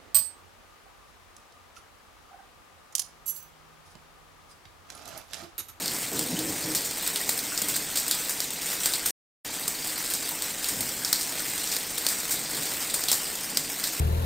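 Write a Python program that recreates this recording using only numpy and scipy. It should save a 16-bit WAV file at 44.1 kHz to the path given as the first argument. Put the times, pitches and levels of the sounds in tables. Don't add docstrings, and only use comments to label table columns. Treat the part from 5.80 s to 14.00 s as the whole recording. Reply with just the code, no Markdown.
import sys
import numpy as np
from scipy import signal
from scipy.fft import rfft, irfft
from scipy.io import wavfile
from scipy.ndimage import uniform_filter1d

SR = 44100
rng = np.random.default_rng(int(sys.argv[2]) if len(sys.argv) > 2 else 0)


def materialize(psi):
    bounded = np.clip(np.atleast_2d(psi).T, -1, 1)
    quanta = np.round(bounded * 32767).astype(np.int16)
    wavfile.write(sys.argv[1], SR, quanta)


N = 361619
TIME = np.arange(N) / SR


def gain_of(db):
    return 10 ** (np.asarray(db) / 20)


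def evened(x):
    return x / np.sqrt(np.mean(x ** 2) + 1e-20)


def read(points, hz):
    f, value = np.transpose(points)
    return np.interp(np.log(hz + 1), np.log(f + 1), value)


def follow(curve):
    return np.interp(TIME, *np.transpose(curve))


def add(mix, start_s, sound):
    part = mix[max(round(start_s * SR), 0):][:len(sound)]
    part += sound[:len(part)]


def tint(x, db):
    return irfft(rfft(x) * gain_of(db), len(x))


def band_db(hz, centre_hz, width_hz):
    return -20 * np.log10(1 + ((hz - centre_hz) / width_hz) ** 2)


# frequency in Hz, relative level in dB.
WASH_SPECTRUM = [(15, -0.5), (35, 5), (90, -0.5), (170, -16), (300, -13.5), (700, 3.5), (1300, -3),
                 (2050, 4.5), (2900, 1), (4700, 1.5), (6300, 4.5), (8000, 1), (9500, -5)]


def wash(patchy_db=0.4):
    frames, hz = N // 256 + 5, np.fft.rfftfreq(1024, 1 / SR)
    real, imag, patches = rng.standard_normal((3, frames, len(hz)))
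    patches = uniform_filter1d(patches, size=8, axis=0)
    patches = evened(uniform_filter1d(patches, size=14, axis=1))
    z = (real + 1j * imag) * gain_of(read(WASH_SPECTRUM, hz) + patchy_db * patches)
    return evened(signal.istft(z.T, nperseg=1024, noverlap=768)[1][:N])


def swell(start_s, hold_s, db, attack_s=0.017, release_db_per_s=78):
    attack = np.clip((TIME - start_s) / attack_s + .5, 0, 1)
    return attack * gain_of(db - release_db_per_s * np.maximum(TIME - start_s - hold_s, 0))


# start in seconds, hold in seconds, level in dB before the rumble's trim,
# deep bass in dB relative to that level.
RUMBLE_SWELLS = [(0, .15, -42, -22), (0.317, 0.12, -35, -22), (0.513, 0.21, -37, -12),
                 (0.829, .1, -38, -16), (1.44, 0.23, -47, -14), (1.81, 0.13, -42.5, -15),
                 (4.9, 0.12, -42.5, -3.5), (5.54, 0.082, -48, -25), (6.533, 0.072, -45, -12),
                 (6.728, 0.07, -41, -18), (7.718, 0.068, -44, -14)]


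def swells(bed_db=-46):
    power, bass_power = gain_of(bed_db) ** 2, 0
    for start_s, hold_s, db, bass_db in RUMBLE_SWELLS:
        swell_power = swell(start_s, hold_s, db) ** 2
        power = power + swell_power
        bass_power = bass_power + swell_power * gain_of(bass_db) ** 2
    return np.sqrt(power), np.sqrt(bass_power)


# centre in Hz, width in Hz, relative level in dB.
HOLLOW_RESONANCES = [(136, 30, -7), (179, 50, -3), (267, 44, -2), (308.7, 25, 1), (402, 62, -7.5),
                     (465, 58, -5.5), (530, 200, -10.5), (700, 180, -14.5), (896, 50, -15.5)]
# start in seconds, length in seconds, pitch in Hz, peak level in dB.
PITCHED_BOOMS = [(0.408, 0.083, 309, -49), (0.478, 0.093, 250.4, -33.5), (.522, 0.038, 167, -31.5),
                 (.57, 0.11, 311, -33.5), (0.664, 0.063, 310, -34), (0.838, 0.13, 312, -36)]
# lower edge in Hz, upper edge in Hz.
BASS_BAND_HZ = (68.2, 190)


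def rumble(trim_db=-1, low_hz=100):
    hz = np.fft.rfftfreq(N, 1 / SR)
    power = sum(gain_of(db) ** 2 / (1 + (2 * (hz - f) / width) ** 2) for f, width, db in HOLLOW_RESONANCES)
    power *= 1 - np.exp(-(hz / low_hz) ** 6)
    noise = tint(rng.standard_normal(N), 10 * np.log10(power + 1e-12))
    noise /= np.sqrt(uniform_filter1d(noise ** 2, size=3000))
    level, bass_level = swells()
    bass_filter = signal.butter(2, BASS_BAND_HZ, "bandpass", fs=SR, output="sos")
    bass = evened(signal.sosfilt(bass_filter, rng.standard_normal(N)))
    out = (noise * level + bass * bass_level) * gain_of(trim_db)
    for start_s, length_s, pitch_hz, db in PITCHED_BOOMS:
        t = np.arange(round(length_s * SR)) / SR
        tone = np.sin(2 * np.pi * (pitch_hz * t + rng.random()))
        add(out, start_s, gain_of(db) * signal.windows.tukey(len(t), .6) * tone)
    return out


def plops(per_s=70, low_hz=850, high_hz=2800, cycles=1.9, count=16):
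    out, t = np.zeros(N), np.arange(2 ** 11) / SR
    for hz in np.geomspace(low_hz, high_hz, count):
        u = 2 * t * hz / cycles
        pat = evened(u * np.exp(-u) * np.sin(2 * np.pi * hz * t))
        sizes = gain_of(2 * np.minimum(rng.exponential(1, N), 3))
        landings = rng.random(N) < per_s / count / SR
        out += signal.oaconvolve(sizes * landings, pat)[:N]
    return evened(out)


def leaf_colour(points, hz, slap_db, slap_hz, ripple_db, slap_width_hz, count=70):
    knots = np.linspace(0, SR / 2, num=count)
    ripple = np.interp(hz, knots, rng.standard_normal(len(knots)))
    slap = np.exp(-((hz - slap_hz) / slap_width_hz) ** 2)
    return read(points, hz) + slap_db * slap + ripple_db * ripple


def smack(t, length_s):
    u = t / length_s
    return u * np.exp(-u) * rng.choice([-1., 1.], len(t))


def spray(t, t60_s, grain_db, rise_s=0.00088):
    wander = evened(uniform_filter1d(rng.standard_normal(len(t)), size=40))
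    grainy = evened(gain_of(grain_db * wander) * rng.standard_normal(len(t)))
    return grainy * (1 - np.exp(-t / rise_s)) * gain_of(-60 * t / t60_s)


# frequency in Hz, relative level in dB.
PATTER_SPECTRUM = [(100, -27), (350, -8), (1100, -9), (2000, -3.5), (2900, -6.5), (4000, -5.5),
                   (4900, -2.5), (6300, -8), (7700, 2.5), (9500, -0.5)]


def patter(per_s=240, spread_db=2.5, wet_db=2, t60_s=0.29, length_s=0.00048, count=56):
    out, t = np.zeros(N), np.arange(2 ** 13) / SR
    hz = np.fft.rfftfreq(len(t), 1 / SR)
    taps = []
    for _ in range(count):
        tap = evened(smack(t, length_s * rng.uniform(0.18, 1.95)))
        tap += gain_of(wet_db) * evened(spray(t, t60_s, grain_db=1.0))
        slap_db, slap_hz = 4.5 * rng.standard_normal() - 2, rng.uniform(3500, 5800)
        colour = leaf_colour(PATTER_SPECTRUM, hz, slap_db, slap_hz, ripple_db=3.5, slap_width_hz=800)
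        taps.append(evened(tint(tap, colour)))
    for when, leaf, size in rng.random((2 ** 13, 3))[:round(per_s * N / SR)]:
        size_db = spread_db * min(-np.log(1 - size), 3)
        add(out, when * N / SR, gain_of(size_db) * taps[int(leaf * count)])
    return evened(out)


def flicker(x):
    hz, _, z = signal.stft(x, SR, nperseg=512, noverlap=384)
    patches = rng.standard_normal(z.shape)
    for _ in range(2):
        patches = uniform_filter1d(patches, size=2, axis=0)
        patches = uniform_filter1d(patches, size=9, axis=1)
    depth_points = [(1000, .3), (2500, 1.2), (4200, 3), (6500, 3.2), (8000, 1.6), (14000, 1.6)]  # Hz, dB
    gains = gain_of(read(depth_points, hz)[:, None] * np.minimum(evened(patches), 1.5))
    gains /= np.sqrt(np.mean(gains ** 2, axis=1, keepdims=True))
    return signal.istft(z * gains, nperseg=512, noverlap=384)[1][:N]


def leaf_ticks(per_s=75, low_hz=3200, high_hz=6800, width_hz=330, t60_s=0.16):
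    out, t = np.zeros(N), np.arange(2 ** 11) / SR
    hz = np.fft.rfftfreq(len(t), 1 / SR)
    bursts = rng.standard_normal((2 ** 7, len(t))) * gain_of(-60 * t / t60_s)
    for k, (when, a, b, size) in enumerate(rng.random((2 ** 11, 4))[:round(per_s * N / SR)]):
        pitch_hz = low_hz * (high_hz / low_hz) ** ((a + b) / 2)
        tick = tint(bursts[k % len(bursts)], band_db(hz, pitch_hz, width_hz))
        add(out, when * N / SR, gain_of(13.0 * size) * evened(tick))
    return evened(out)


# start in seconds, pitch in Hz, nominal peak level in dB.
PITCHED_DRIPS = [(.561, 3040, -34), (1.266, 1435, -38), (1.409, 1950, -37), (1.722, 1435, -38),
                 (1.887, 2810, -37), (2.323, 3390, -33), (3.054, 1550, -34), (4.317, 1660, -38),
                 (4.514, 918, -36), (5.219, 1605, -36), (7.164, 1035, -38), (7.279, 3390, -27),
                 (7.399, 2870, -37)]


def plips(t60_s=0.17, rise_s=0.0005, width_hz=130):
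    out, t = np.zeros(N), np.arange(2 ** 12) / SR
    bins_hz = np.fft.rfftfreq(len(t), 1 / SR)
    for start_s, pitch_hz, db in PITCHED_DRIPS:
        ring = evened(tint(rng.standard_normal(len(t)), band_db(bins_hz, pitch_hz, width_hz)))
        envelope = gain_of(db - 60 * t / t60_s) * (1 - np.exp(-t / rise_s))
        add(out, start_s, envelope * ring / np.sqrt(2))
    return out


def lesser_drops(per_s=2.3, hit_db=-22, tail_db=-35, slap_max_db=8, low_hz=3500, high_hz=6000):
    draws = rng.random((2 ** 8, 3))[:round(per_s * N / SR)]
    return [(when * N / SR, hit_db, tail_db, slap_max_db * hollow, low_hz + (high_hz - low_hz) * leaf)
            for when, hollow, leaf in draws]


# start in seconds, smack level in dB, spray level in dB,
# extra weight of the leaf's slap in dB, slap frequency in Hz.
BIG_DROPS = [(0.0585, -17.5, -31, 9, 4320), (0.0787, -19, -30.5, 16, 4760), (0.392, -15, -28, 6, 4750),
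             (0.59, -19.5, -29, 5, 3600), (0.9491, -16, -19.5, 4.5, 5260), (1.0471, -28, -24.5, 3, 5600),
             (1.2634, -21, -26.5, 11.5, 3560), (1.276, -14.5, -38, -6, 3720), (1.3588, -16, -27, 13, 3300),
             (1.492, -9.5, -21.5, 2.5, 4330), (1.5905, -20, -31, 10, 4080), (1.776, -15.5, -29, 11, 5330),
             (1.818, -15.5, -28, -3, 5900), (1.885, -16, -32, -5, 4200), (1.891, -21, -22, 5, 2900),
             (1.9633, -15.5, -25, -1, 4900), (2.1577, -17, -23, 8, 4000), (2.172, -17, -21, 3, 4600),
             (2.2807, -17, -26, -1, 4500), (2.311, -12, -22, 9.5, 3770), (2.495, -17, -24, -8, 3100),
             (2.603, -15.5, -27, 8, 5030), (3.033, -23, -24.5, 10, 3700), (3.058, -11.5, -21, 4, 3550),
             (3.1362, -14, -27, 11, 4030), (3.259, -13.5, -19, 0, 5780), (3.8792, -13, -26, 0, 3100),
             (4.2994, -30, -25, 3, 3600), (4.3365, -17, -24, 0, 3400), (4.4898, -19, -26, -11, 5900),
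             (4.6214, -17, -30, 6.5, 4560), (4.843, -18.5, -29, 8, 4100), (4.8866, -15.5, -25.5, 4, 5150),
             (5.0069, -15.5, -26, -2, 6100), (5.2479, -14.5, -26, 7, 5100), (5.3284, -7, -20.5, 10.5, 4700),
             (5.4108, -20.5, -26, 6.5, 5100), (5.779, -20, -32, -1, 4700), (5.9146, -31, -24.5, 11, 4900),
             (5.965, -15.5, -30, 5, 5150), (6.1801, -17, -29, 0, 5000), (6.2656, -9, -25.5, 8.5, 4930),
             (6.287, -17, -22, 6, 5300), (6.5085, -18, -18.5, 3, 5800), (6.8324, -22.5, -35, 6, 6100),
             (7.1414, -14, -21.5, 1, 5600), (7.238, -16.5, -35, 4, 4800), (7.2842, -14.5, -20.5, 11, 3600),
             (7.3159, -9.5, -18.5, 5, 5700), (7.3287, -11.5, -24, 4, 5500), (7.7713, -9, -24.5, 9, 4760),
             (8.0393, -17.5, -23.5, 10, 4540)]
# frequency in Hz, relative level in dB.
LEAF_SPECTRUM = [(100, -21), (350, -12), (1000, -14), (1800, -12), (2800, -13.5), (4300, -5), (6200, -6.5),
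                 (7600, 1), (9500, -.3)]
REBOUND_S, REBOUND_DB = .0032, -4
REBOUND_LOSS_PER_DB = 1.2
SOFTNESS_PER_DB = .035
PUSH_DB, PUSH_HZ, PUSH_PER_DB, TYPICAL_SMACK_DB = 2.5, 2017, 0.42, -15


def near_drops(length_s=0.00066, t60_s=0.26):
    out, t = np.zeros(N), np.arange(2 ** 13) / SR
    hz = np.fft.rfftfreq(len(t), 1 / SR)
    smack_samples = 66
    for start_s, hit_db, tail_db, slap_db, slap_hz in BIG_DROPS + lesser_drops():
        colour = leaf_colour(LEAF_SPECTRUM, hz, slap_db, slap_hz, ripple_db=1.54, slap_width_hz=1650)
        colour -= 10 * np.log10(np.mean(gain_of(colour) ** 2))
        push = (PUSH_DB + PUSH_PER_DB * (hit_db - TYPICAL_SMACK_DB)) / (1 + (hz / PUSH_HZ) ** 4)
        hit_length_s = length_s * np.exp(SOFTNESS_PER_DB * slap_db)
        rebound_db = hit_db + REBOUND_DB - REBOUND_LOSS_PER_DB * max(slap_db, 0)
        for delay_s, db in (0, hit_db), (REBOUND_S, rebound_db):
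            hit = tint(smack(t, hit_length_s), colour + push)
            hit *= np.sqrt(smack_samples) / np.linalg.norm(hit)
            add(out, start_s + delay_s, gain_of(db) * hit)
        add(out, start_s, gain_of(tail_db) * tint(spray(t, t60_s, grain_db=-1.0), colour))
    return out


def flurries(low_hz=3, high_hz=9, count=24):
    rates_hz = np.geomspace(low_hz, high_hz, count)
    t = np.arange(0, N / SR + .01, .01)
    wander = np.sin(2 * np.pi * (rates_hz * t[:, None] + rng.random(count))) @ rates_hz ** -.5
    return evened(np.interp(TIME, t, wander))


# time in seconds, level in dB before each layer's trim.
SHOWER_LEVEL = [(0, -32), (.5, -34.5), (1.2, -32), (1.75, -34), (2.2, -32), (2.85, -33), (3.05, -29.5),
                (3.3, -35), (3.68, -35), (4.15, -32), (4.5, -33.5), (5.15, -34), (5.42, -33), (6.05, -32.5),
                (6.55, -32), (7.42, -31.5), (7.6, -34), (8.2, -33)]


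def scene(patter_db=3.0, ticks_db=-11.5, wash_db=-39, wash_share=0.19, plops_db=-53, flurry_db=0.34):
    shower_db = follow(SHOWER_LEVEL) + flurry_db * flurries()
    rain = patter() * gain_of(shower_db + patter_db)
    ticks = leaf_ticks() * gain_of(shower_db + ticks_db)
    far = wash() * gain_of(wash_db + wash_share * (shower_db - shower_db.mean()))
    soil = gain_of(plops_db) * plops()
    mono = near_drops() + flicker(rain + far) + ticks + soil + plips() + rumble()
    return np.array([mono, mono])


# start in seconds, end in seconds.
SILENT_SPAN_S = (3.3085, 3.648)
# lower edge in Hz, upper edge in Hz.
NOTCH_BAND_HZ = (10020, 12010)
# frequency in Hz, gain in dB.
MICROPHONE_ROLLOFF = [(9500, 0), (12300, -2), (14400, -2.3), (15000, -4.5), (15700, -9)]


def record(dry, notch_db=-33, edge_hz=15750):
    live = (TIME < SILENT_SPAN_S[0]) | (TIME > SILENT_SPAN_S[1])
    notch = signal.firwin(801, NOTCH_BAND_HZ, window=("kaiser", 6), fs=SR)
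    limit = signal.firwin(511, edge_hz, window=("kaiser", 9), fs=SR)
    cut = tint(dry[0], read(MICROPHONE_ROLLOFF, np.fft.rfftfreq(N, 1 / SR))) * live
    notched = signal.oaconvolve(cut, notch, "same") + gain_of(notch_db) * cut
    return np.tile(signal.oaconvolve(notched, limit, "same"), (2, 1))


dry = scene()
out = record(dry)
materialize(out)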